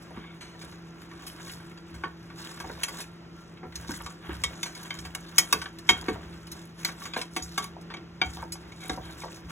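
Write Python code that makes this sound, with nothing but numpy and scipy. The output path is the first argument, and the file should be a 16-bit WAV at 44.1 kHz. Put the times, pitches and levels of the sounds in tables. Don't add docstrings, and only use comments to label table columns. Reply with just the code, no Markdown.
import sys
import numpy as np
from scipy import signal
from scipy.fft import rfft, irfft, next_fast_len
from scipy.io import wavfile
from scipy.ndimage import uniform_filter1d

SR = 44100
rng = np.random.default_rng(int(sys.argv[2]) if len(sys.argv) > 2 else 0)


def digitize_waveform(pressure):
    field = np.atleast_2d(pressure).T
    bounded = np.clip(field, -1, 1)
    quanta = np.round(bounded * 32767).astype(np.int16)
    wavfile.write(sys.argv[1], SR, quanta)


N = 419383
T = np.arange(N) / SR

KNOCKS = [(0.021, -58.5, 5950, 14000, -12, 6750, .08), (.105, -48.5, 607, 900, -15, 762, 0.064),
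          (0.171, -43.5, 120, 2230, 6, (220, 370), 0.14), (.408, -45, 1500, 5940, -18, 1550, 0.64),
          (.547, -53, 600, 1200, -14, 770, 0.068), (0.612, -48, 1400, 8800, -2, 2290, 0.18),
          (.722, -53.5, 1000, 3000, -12, 1445, 0.044), (1.016, -56.5, 6000, 15000, -14, 9080, 0.065),
          (1.113, -51.5, 1200, 4000, 0, 1850, 0.036), (1.206, -57.5, 1500, 6000, -6, 3100, .04),
          (1.265, -42.5, 5500, 13000, -2, 2600, 0.3), (1.469, -48, 1400, 14000, 0, 1110, 1),
          (1.495, -46, 1400, 6000, -9, 2470, 0.066), (1.514, -45.5, 7000, 14000, -8, 10200, 0.19),
          (1.601, -51.5, 1200, 3000, 1, 1570, 0.052), (1.774, -53, 1000, 5000, -11, 1430, 0.058),
          (1.941, -51, 1200, 12100, 0, 1590, 0.31),
          (2.036, -30.5, 395, 2540, 3.5, (1490, 845, 2460, 324, 1112, 2234), 0.15),
          (2.3, -48.5, 1000, 2980, -1, 1185, 0.09), (2.491, -52, 900, 7500, -10, 1590, 0.074),
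          (2.529, -59, 1100, 3500, 0, 1390, 0.044), (2.573, -50.5, 1100, 4000, -3, 1750, 0.064),
          (2.6, -41, 480, 10000, -2.5, 1607, 0.11), (2.642, -40, 774, 850, -6, 775, 0.075),
          (2.696, -41, 300, 1720, -8.5, 1570, 0.05), (2.711, -58, 5060, 12000, -8, 7300, 0.044),
          (2.803, -60, 2500, 12000, -10, 3500, .04), (2.833, -28, 2960, 11500, -6, 2600, 0.048),
          (2.881, -40, 690, 16000, -4, 1150, 0.1), (2.985, -44.5, 480, 11900, -12, 1580, 0.12),
          (3.003, -40.5, 2800, 13790, -12, 1600, 0.17), (3.572, -54.5, 1800, 2800, -1, 2600, 0.08),
          (3.63, -42, 120, 1220, -7, 744, 0.22), (3.723, -52, 1200, 4000, -9, 2060, 0.039),
          (3.756, -37, 5240, 7200, -14, 5920, 0.041), (3.891, -36.5, 120, 1650, 6, (216, 315), 0.41),
          (4.002, -42.5, 1200, 1270, -4, 1174, 0.074), (4.061, -40, 600, 7600, 0, 1210, 0.064),
          (4.291, -38.5, 130, 945, 1, 319, 0.079),
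          (4.437, -26, 2620, 6700, -8.5, (3670, 2212, 1166, 6723, 1960), 0.038),
          (4.63, -32, 3100, 9450, -3.5, 3580, 0.032), (4.655, -40, 860, 9400, -5, 5950, 0.28),
          (4.751, -47, 3100, 8600, -4, 2220, 0.045), (4.83, -47.5, 4900, 16000, -3, 1420, 0.035),
          (4.862, -58, 5000, 12000, -6, 6505, .03), (4.905, -33, 2300, 3080, -1.5, (2096, 3540, 3150, 1641),
          0.035), (4.942, -61, 6000, 15000, -11, 10100, 0.03), (4.988, -42.5, 5000, 5560, -20, 3000, 0.046),
          (5.05, -44, 397, 14000, -1.5, 2290, 0.13), (5.149, -37, 1330, 16300, -15, 3470, 0.028),
          (5.382, -15, 2970, 16100, -5.5, (6750, 2223, 5910, 1167, 6470, 1420, 3195, 3550), 0.043),
          (5.526, -22.5, 1140, 16000, -6.5, (1158, 5870, 2600, 1475), 0.038),
          (5.538, -38.5, 280, 480, 3, 446, 0.27), (5.616, -36.5, 1100, 6100, 0, 1540, 0.062),
          (5.657, -39, 2010, 2200, -7, 1534, 0.029), (5.786, -48.5, 2500, 14000, -10, 2740, 0.039),
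          (5.8898, -14, 1140, 6000, 6.5, (2200, 3232, 3120, 3784, 719, 2390, 935, 5920), 0.12),
          (5.9, -36, 199, 500, -5, (320, 340), 0.16), (5.967, -46, 1000, 3500, -8, 1460, 0.034),
          (6.018, -45, 480, 850, -7, 3230, 0.11), (6.083, -28.5, 160, 2940, 0.5, (443, 2220, 395), 0.07),
          (6.085, -48.5, 5000, 8500, -5, 6080, 0.037), (6.156, -42, 687, 900, -18, 790, 0.046),
          (6.326, -54.5, 1500, 3520, -1.5, 2670, .08), (6.375, -58, 1200, 2190, -6, 1570, 0.057),
          (6.469, -52, 1500, 14000, -8, 2350, 0.069), (6.516, -41.5, 7000, 9900, -15, 5870, 0.089),
          (6.848, -29, 2620, 10500, -5.5, (2020, 1560, 4200), 0.022),
          (6.887, -40, 1000, 5000, -2, (1400, 1900), 0.07), (7.001, -56, 4000, 12000, -12, 7000, .03),
          (7.019, -48, 1000, 3000, 4, (1150, 2800), 0.056), (7.054, -41, 1500, 7700, 0, (1160, 1380, 6745),
          0.06), (7.135, -36, 2150, 3500, -18, 3100, 0.07), (7.162, -33, 800, 3500, -2, (1600, 1050), 0.11),
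          (7.165, -38, 450, 500, 30, 489, 0.047), (7.214, -35.5, 2480, 6900, -5, (2600, 1000), 0.046),
          (7.363, -31.5, 295, 12000, -2, (2223, 6030, 332, 6734, 756, 1430, 1160), 0.077),
          (7.423, -37.5, 7000, 9450, 10, 6740, 0.32),
          (7.577, -28, 670, 10400, -0.5, (1144, 1600, 1340, 783, 7400), 0.056),
          (7.641, -43.5, 1500, 16000, -7, 1130, 0.024), (7.811, -57.5, 4970, 13700, -5, 6520, .06),
          (7.901, -42.5, 1210, 2140, -8, 2270, 0.33), (7.939, -39.5, 790, 4350, 1.5, 2280, 0.024),
          (7.968, -47.5, 1900, 3000, -8, 2280, 0.04),
          (8.215, -22, 640, 3470, 7.5, (2264, 768, 1469, 2305, 888, 306), 0.057),
          (8.347, -51, 5000, 14000, -14, 7400, 0.046), (8.37, -42.5, 610, 680, 3, 810, .13),
          (8.397, -50, 1000, 2500, 2, 1160, 0.031), (8.426, -37, 770, 840, -8, 1570, 0.034),
          (8.521, -35.5, 7000, 10900, -3, 6540, 0.09), (8.554, -50.5, 780, 5970, 11, 854, 0.043),
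          (8.719, -48.5, 2800, 4500, -2, 2240, .06), (8.895, -33.5, 120, 5700, -5.5, (760, 302, 2130, 448),
          0.046), (8.973, -37.5, 550, 754, -9, 770, 0.095), (9.219, -46.5, 1500, 9000, 10, 2410, .07),
          (9.234, -36.5, 690, 880, -5, 858, 0.16), (9.278, -49.5, 900, 1800, -7, 1160, 0.058)]
def knocks(lead_s=.0005):
    out = np.zeros((2, N))
    for s, db, low_hz, high_hz, ring_db, struck_hz, contact_t60 in KNOCKS:
        band_db = blow_bands(db, low_hz, high_hz, ring_db, struck_hz)
        add(out, s - lead_s, knock(band_db, ring_db, struck_hz, contact_t60))
    return colour(out, [(170, -1.5), (260, -1.5), (330, -1), (450, 0), (600, -1.5), (780, -2),
                        (2300, -1.5), (3400, -.5), (4700, 2.5), (6500, -.5), (7900, -3), (9500, .5),
                        (12000, -4.5), (15500, -7)])


BAND_EDGES = [130, 490, 1050, 1900, 4300, 8500, 16000]
def blow_bands(db, low_hz, high_hz, ring_db, struck_hz, low_order=3.28, high_order=5.14, lift_db=8):
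    edges = np.array(BAND_EDGES)
    hz = np.sqrt(edges[1:] * edges[:-1])
    shape_db = -10 * np.log10((1 + (low_hz / hz) ** low_order) * (1 + (hz / high_hz) ** high_order))
    ring_share = 1 / (1 + undb(-ring_db) ** 2)
    first_hz = np.atleast_1d(struck_hz)[0]
    struck_band = (edges[:-1] < first_hz) & (first_hz <= edges[1:])
    shape_db += lift_db * ring_share * struck_band
    return db + shape_db - shape_db.max()


def knock(band_db, ring_db, struck_hz, contact_t60, chatter_s=.013, rise_s=.0025, swell_s=.0015):
    t = np.arange(SR // 6) / SR
    noise = rng.standard_normal((3, len(t)))
    stereo_noise = noise[0] + .91 * noise[1:]
    contact = shell(stereo_noise * fade(t, contact_t60) * (1 - np.exp(-t / rise_s)))
    snap = 3 * np.exp(-t / .0022)
    chatter = np.exp(-((t - chatter_s) / chatter_s) ** 2)
    ring = .33 * pan_ring(t, scatter_db=2, struck_hz=struck_hz, favour_db=7.5)
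    blow = contact * (1 + snap + chatter) + undb(ring_db) * ring * (1 - np.exp(-t / swell_s))
    out = 0
    for low_hz, high_hz, db in zip(BAND_EDGES, BAND_EDGES[1:], band_db):
        band = signal.sosfilt(signal.butter(3, [low_hz, high_hz], "band", fs=SR, output="sos"), blow)
        out = out + band * undb(db) / rms(band[:, :SR // 40])
    return out


def shell(contact, count=9, low_hz=1300, high_hz=14000, q=40, ring_db=-2):
    places = (np.arange(count) + rng.random(count)) / count
    pitches_hz = low_hz * (high_hz / low_hz) ** places
    ring = sum(signal.lfilter(*signal.iirpeak(hz, q, fs=SR), contact) for hz in pitches_hz)
    return unit(unit(contact) + undb(ring_db) * unit(ring)) * rms(contact)


# pitch_hz, level_db, nominal_t60_s
PAN_MODES = [(205, -9, .1), (315, -5, .07), (405, -10, .04), (445, -9, .06), (735, -7, .1), (768, -4, .11),
             (850, -7, .07), (933, -7, .16), (1152, -3, .13), (1185, -8, .07), (1445, -2, .06),
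             (1590, -3, .06), (2160, 0, .06), (2218, 0, .1), (2262, -1, .08), (2350, -9, .1),
             (2630, -10, .1), (3077, -7, .13), (3222, -6.5, .21), (3555, -4, .06), (3781, -8, .12),
             (4650, -4, .07), (4760, -5, .07), (5830, -4, .07), (5955, -3, .11), (6505, -6, .1),
             (6745, -3, .08), (7700, -9, .06), (9080, -6, .06), (10200, -8, .05), (12500, -8, .04)]
def pan_ring(t, scatter_db, struck_hz=(), favour_db=0, rank_db=.6, twin_db=-6, singing_db=-6.5):
    hz, db, t60 = np.array(PAN_MODES, float).T[:, :, None]
    strength, detune, phase, split = rng.standard_normal((len(PAN_MODES), 4)).T[:, :, None]
    played_hz = hz * (1 + .004 * detune)
    played_db = db + scatter_db * strength
    for rank, target_hz in enumerate(np.atleast_1d(struck_hz)):
        nearest = np.argmin(np.abs(np.log(hz / target_hz)))
        played_hz[nearest] = target_hz
        played_db[nearest] = .5 * db[nearest] + favour_db - rank_db * rank
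    angle = 2 * np.pi * (played_hz * t + phase)
    beat = 2 * np.pi * played_hz * .012 * split * t
    swing = np.sin(angle) + undb(twin_db) * np.sin(angle + beat)
    decay = fade(t, .5 * t60) + undb(singing_db) * fade(t, 1.25 * t60)
    return np.sum(undb(played_db) * decay * swing, axis=0)


# start_s, length_s, rustle_db, scrape_db
STROKES = [(0, 0.021, -59, -75), (0.118, 0.12, -80, -47), (0.556, 0.16, -55, -56.5),
           (0.963, 0.51, -64, -54), (1.188, 0.13, -52.5, -59), (1.388, 0.14, -52, -70),
           (1.628, 0.097, -65, -55.5), (2.337, 0.14, -53, -51), (2.405, 0.2, -50.5, -49.5),
           (2.609, 0.23, -53.5, -51.5), (2.779, 0.23, -48, -47.5), (3.368, 0.05, -57.5, -68),
           (3.74, 0.39, -54.5, -54), (3.858, 0.091, -42.5, -46), (4.221, 0.092, -61, -40.5),
           (4.307, 0.27, -54, -51.5), (4.555, 0.32, -53, -52), (4.901, 0.18, -51.5, -51),
           (5.167, 0.23, -57.5, -53), (5.313, 0.31, -49.5, -48), (5.844, 0.29, -51.5, -45.5),
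           (6.294, 0.061, -59, -55), (6.49, 0.15, -52.5, -57), (6.761, 0.16, -53.5, -51.5),
           (6.824, 0.056, -42, -44), (6.978, 0.088, -49, -49), (7.14, 0.05, -40, -40),
           (7.293, 0.24, -53.5, -65), (7.548, 0.088, -48, -48), (8.228, .19, -50.5, -52),
           (8.73, 0.13, -64, -70.5), (8.79, 0.15, -49, -48), (9.003, 0.12, -55, -48),
           (9.138, 0.11, -51, -53), (9.258, 0.11, -53, -56), (9.481, 0.059, -41.5, -34)]
# start_s, end_s
LULLS = [(3.16, 3.32), (3.55, 3.72), (7.74, 8.23)]
def strokes(attack_s=.044, release_s=.064, lull_db=-12):
    lifted = sum(1. * ((T > start) & (T < end)) for start, end in LULLS)
    lull_gain = undb(lull_db * uniform_filter1d(lifted, size=2000))
    rustles = [(s, length, db) for s, length, db, _ in STROKES]
    scrapes = [(s, length, db) for s, length, _, db in STROKES]
    return (lull_gain * pushes(rustles, attack_s, release_s, rest_db=-65),
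            lull_gain * pushes(scrapes, attack_s, release_s, rest_db=-59.5))


# frequency_hz, gain_db
RUSTLE_SPECTRUM = [(60, -50.5), (900, -26), (2200, -26), (3600, 10.5), (6500, 6.5), (8500, 5),
                   (11000, -0.5), (15500, -9.5)]
# frequency_hz, gain_db
SCRAPE_SPECTRUM = [(25, -55.5), (150, 11.5), (350, 3), (600, 0.5), (1150, 8), (1600, 9.5), (2300, 2.5),
                   (3500, 3), (6000, -20.5)]
def stirring(rustle_gain, scrape_gain, rustle_db=2, scrape_db=-1):
    sliding = grains(per_s=520, spread_db=3.3, t60=.042, ring_db=-15)
    dragging = grains(per_s=300, spread_db=3.2, t60=.05, ring_db=-17)
    rustle = unit(wet_flicker(colour(sliding, RUSTLE_SPECTRUM))) * rustle_gain * undb(rustle_db)
    scrape = unit(colour(dragging, SCRAPE_SPECTRUM)) * scrape_gain * undb(scrape_db)
    catch_and_slip = undb(1.8 * walk(22))
    return (rustle + scrape) * catch_and_slip


def grains(per_s, spread_db, t60, ring_db):
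    size = undb(spread_db * np.minimum(rng.exponential(size=N), 4))
    clicks = (rng.random(N) < per_s / SR) * size * rng.choice([-1, 1], N)
    t = np.arange(SR // 5) / SR
    power = np.abs(signal.fftconvolve(clicks ** 2, fade(t, t60) ** 2)[:N])
    crackle = rng.standard_normal((2, N)) * np.sqrt(power)
    ring = signal.fftconvolve(clicks, pan_ring(t, scatter_db=3))[:N]
    return unit(crackle) + undb(ring_db) * unit(ring)


def wet_flicker(x, depth_db=3, per_s=30):
    centres_hz = [2800, 3800, 5600, 6600, 7800, 10200, 11800, 14500]
    size = next_fast_len(N)
    spectrum, hz = rfft(x, size), np.fft.rfftfreq(size, 1 / SR)
    out = 0
    for weights in np.eye(len(centres_hz)):
        band = irfft(spectrum * np.interp(hz, centres_hz, weights), size)[:, :N]
        out = out + band * undb(depth_db * walk(per_s))
    return out


# start_s, start_hz, end_hz, length_s, level_db
PLOPS = [(4.507, 710, 560, 0.0066, -41), (4.947, 746, 590, 0.0087, -50), (7.163, 1930, 469, 0.009, -27.5),
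         (7.766, 1010, 684, 0.0041, -33)]
def plops(rustle_gain, scrape_gain, count=360, squelch_db=2, scatter_db=3, cycles=5):
    out = np.zeros((2, N))
    for s, start_hz, end_hz, length, db in PLOPS:
        add(out, s, undb(db) * plop(start_hz, end_hz, length))
    stirred = np.sqrt(rustle_gain * scrape_gain)
    for when, pitch, size in rng.random((count, 3)):
        s, hz = when * T[-1], 700 * 10 ** pitch
        gain = stirred[int(s * SR)] * undb(squelch_db + scatter_db * min(-np.log(size), 3))
        add(out, s, gain * plop(hz, .66 * hz, cycles / hz))
    return out


def plop(start_hz, end_hz, length_s):
    progress = np.linspace(0, 1, max(int(length_s * SR), 8))
    hz = start_hz * (end_hz / start_hz) ** np.sqrt(progress)
    return np.sin(np.pi * progress) * np.sin(2 * np.pi * np.cumsum(hz) / SR)


def ticks(rustle_gain, count=260, over_rustle_db=9, scatter_db=3, low_hz=1200, high_hz=11000, t60=.014):
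    out = np.zeros((2, N))
    t = np.arange(SR // 25) / SR
    travel = np.cumsum(np.sqrt(rustle_gain))
    for when, pitch, size in rng.random((count, 3)):
        i = np.searchsorted(travel, when * travel[-1])
        hz = low_hz * (high_hz / low_hz) ** pitch
        peak = [(hz / 8, -36), (hz / 1.15, -12), (hz, 0), (hz * 1.15, -12), (hz * 3, -24)]
        tick = unit(colour(rng.standard_normal((2, len(t))), peak)) * fade(t, t60)
        gain = rustle_gain[i] * undb(over_rustle_db + scatter_db * min(-np.log(size), 2))
        add(out, i / SR, gain * tick)
    return out


# start_s, length_s, level_db
RUBS = [(0.136, 0.25, -58), (6.98, 0.25, -57.5), (8.792, 0.095, -53), (9.001, 0.1, -58), (9.13, 0.24, -81)]
def burner_rubs(ring_hz=(2218, 3555)):
    out = np.zeros((2, N))
    t = np.arange(SR // 6) / SR
    tone = [(700, 0), (2200, 2), (3200, 3.5), (3900, 8), (6000, -26)]
    for s, length, db in RUBS:
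        swell = np.sqrt(np.hanning(int(length * SR)))
        friction = swell * rng.standard_normal(len(swell))
        singing = signal.fftconvolve(friction, pan_ring(t, scatter_db=1, struck_hz=ring_hz, favour_db=1))
        add(out, s, undb(db) * unit(colour(singing, tone)))
    return out


# start_s, length_s, level_db
SHOVES = [(1.94, 0.17, -50), (2.6, 0.2, -40.5), (3.65, 0.41, -39), (4.28, 0.2, -34.5), (4.98, 0.28, -44),
          (5.53, 0.09, -38), (5.91, 0.26, -40.5), (6.25, 0.28, -46), (7.15, .08, -56.5), (7.39, 0.16, -53),
          (8.25, 0.27, -41.5), (8.74, 0.83, -48), (8.9, 0.14, -35.5), (9.44, 0.056, -41)]
# frequency_hz, gain_db
RUMBLE_SPECTRUM = [(20, -46), (33, -33.5), (50, 8), (70, 18), (95, 5.5), (130, 2.5), (220, -25),
                   (400, -34.5)]
# start_s, level_db
BUMPS = [(0.15, -44), (1.934, -34.5), (4.301, -34), (5, -37.5), (5.907, -33), (6.131, -32.5), (7.412, -37),
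         (8.26, -33.5)]
# pitch_hz, level_db, t60_s
STOVE_MODES = [(58, -11.5, 0.31), (70, -2, 0.45), (77, -23, 0.35), (103, -6.5, 0.25), (147, -8, 0.062)]
def stove_top(rumble_db=-5, rise_s=.0057):
    rocking = pushes(SHOVES, attack_s=.012, release_s=.077, rest_db=-77)
    out = unit(colour(rng.standard_normal((2, N)), RUMBLE_SPECTRUM)) * rocking * undb(rumble_db)
    t = np.arange(SR // 2) / SR
    for s, bump_db in BUMPS:
        phases = rng.random(len(STOVE_MODES))
        boom = sum(undb(db) * fade(t, t60) * np.sin(2 * np.pi * (hz * t + phase))
                   for (hz, db, t60), phase in zip(STOVE_MODES, phases))
        add(out, s, undb(bump_db) * boom * (1 - np.exp(-t / rise_s)))
    return out


def kitchen(x, wet_db=-10, low_t60=.2, high_t60=.16, build_s=.00019):
    t = np.arange(SR * 3 // 4) / SR
    noise = rng.standard_normal((2, len(t)))
    low = signal.sosfilt(signal.butter(2, 3000, fs=SR, output="sos"), noise)
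    tail = low * fade(t, low_t60) + .93 * (noise - low) * fade(t, high_t60)
    tail *= 1 - np.exp(-t / build_s)
    tail /= np.sqrt(np.sum(tail ** 2) / 2)
    tail = colour(tail, [(100, 9), (400, 12), (1000, 6.5), (3000, 1), (7000, 2.5), (15000, -2)])
    return undb(wet_db) * signal.fftconvolve(x, tail, axes=1)[:, :N]


# frequency_hz, gain_db
AIR_SPECTRUM = [(25, -19.5), (45, -1.5), (60, 3), (130, 1.5), (200, 1.5), (250, -3.5), (350, 2),
                (480, -8.5), (700, -11), (1300, -12), (2500, -18), (5000, -22), (9000, -38), (16000, -44)]
# pitch_hz, level_db, flutter_share
HUM_TONES = [(168.3, -49, 0.2), (332.4, -55.5, 0.43), (115, -68.5, 0.04), (202, -75, 0.8), (311, -71, 0.9),
             (1370, -66.5, 0.8)]
def fan(air_db=-47, waver_db=1.2, wander_share=.00399):
    air = unit(colour(rng.standard_normal((2, N)), AIR_SPECTRUM))
    out = air * undb(air_db + waver_db * walk(10))
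    speed = 1 + wander_share * walk(2.5)
    for hz, db, flutter in HUM_TONES:
        sway = (1 - flutter) + flutter * (walk(22) + 1j * walk(18)) / np.sqrt(2)
        tone = np.exp(2j * np.pi * np.cumsum(hz * speed) / SR)
        out += undb(db) * unit(np.real(sway * tone))
    return out


def pushes(events, attack_s, release_s, rest_db):
    coarse_t = T[::40]
    s, length, db = np.transpose(events)[:, :, None]
    rise = np.clip((coarse_t - s) / attack_s, 0, 1)
    fall = np.exp(-2 * np.maximum(coarse_t - s - length, 0) / release_s)
    power = undb(rest_db) ** 2 + np.sum((undb(db) * rise * fall) ** 2, axis=0)
    return np.interp(T, coarse_t, np.sqrt(power))


def undb(db):
    return 10 ** (np.asarray(db) / 20)


def rms(x):
    return np.sqrt(np.mean(x ** 2))


def unit(x):
    return x / rms(x)


def fade(t, t60):
    return np.exp(-np.log(1000) * t / t60)


def colour(x, points):
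    hz, db = np.transpose(points)
    size = next_fast_len(x.shape[-1])
    bins_hz = np.maximum(np.fft.rfftfreq(size, 1 / SR), 1)
    gain = undb(np.interp(np.log(bins_hz), np.log(hz), db))
    return irfft(rfft(x, size) * gain, size)[..., :x.shape[-1]]


def walk(per_s):
    hold = int(SR / per_s)
    steps = np.repeat(rng.standard_normal(N // hold + 1), hold)
    return unit(uniform_filter1d(uniform_filter1d(steps, hold), hold)[:N])


def add(track, s, sound):
    i = max(int(s * SR), 0)
    track[..., i:i + sound.shape[-1]] += sound[..., :N - i]


def scene():
    rustle_gain, scrape_gain = strokes()
    pan = knocks() + stirring(rustle_gain, scrape_gain) + plops(rustle_gain, scrape_gain)
    pan += ticks(rustle_gain) + burner_rubs()
    return pan + kitchen(pan) + stove_top() + fan()


# frequency_hz, left_lead_rad
PORT_PHASE = [(0, 0), (800, -.45), (1300, -.1), (2400, 1.0), (3620, 1.9), (4650, 3.14), (5600, 4.5),
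              (6400, 6.1), (7400, 6.5), (8200, 8.6), (9050, 9.42), (9800, 10.6), (10500, 12.4),
              (11600, 12.8), (12500, 15.3), (13700, 16.1), (14600, 18.7), (16500, 18.9)]
# frequency_hz, gain_db
PORT_WIDTH = [(60, -24.5), (200, -10.5), (400, -11), (800, -3.5), (3000, -6), (4600, -35.5), (16000, -18.5)]
def record(dry, ceiling=.88, top_hz=15700):
    mid = (dry[0] + dry[1]) / 2
    side = colour((dry[0] - dry[1]) / 2, PORT_WIDTH)
    size = next_fast_len(N + 1024)
    lead = np.exp(.5j * np.interp(np.fft.rfftfreq(size, 1 / SR), *np.transpose(PORT_PHASE)))
    spectra = rfft(np.array([mid + side, mid - side]), size)
    ports = irfft(spectra * np.array([lead, 1 / lead]), size)[:, :N]
    rounded = ports / (1 + (ports / ceiling) ** 8) ** (1 / 8)
    return signal.sosfilt(signal.ellip(8, .2, 70, top_hz, fs=SR, output="sos"), rounded)


dry = scene()
out = record(dry)
digitize_waveform(out)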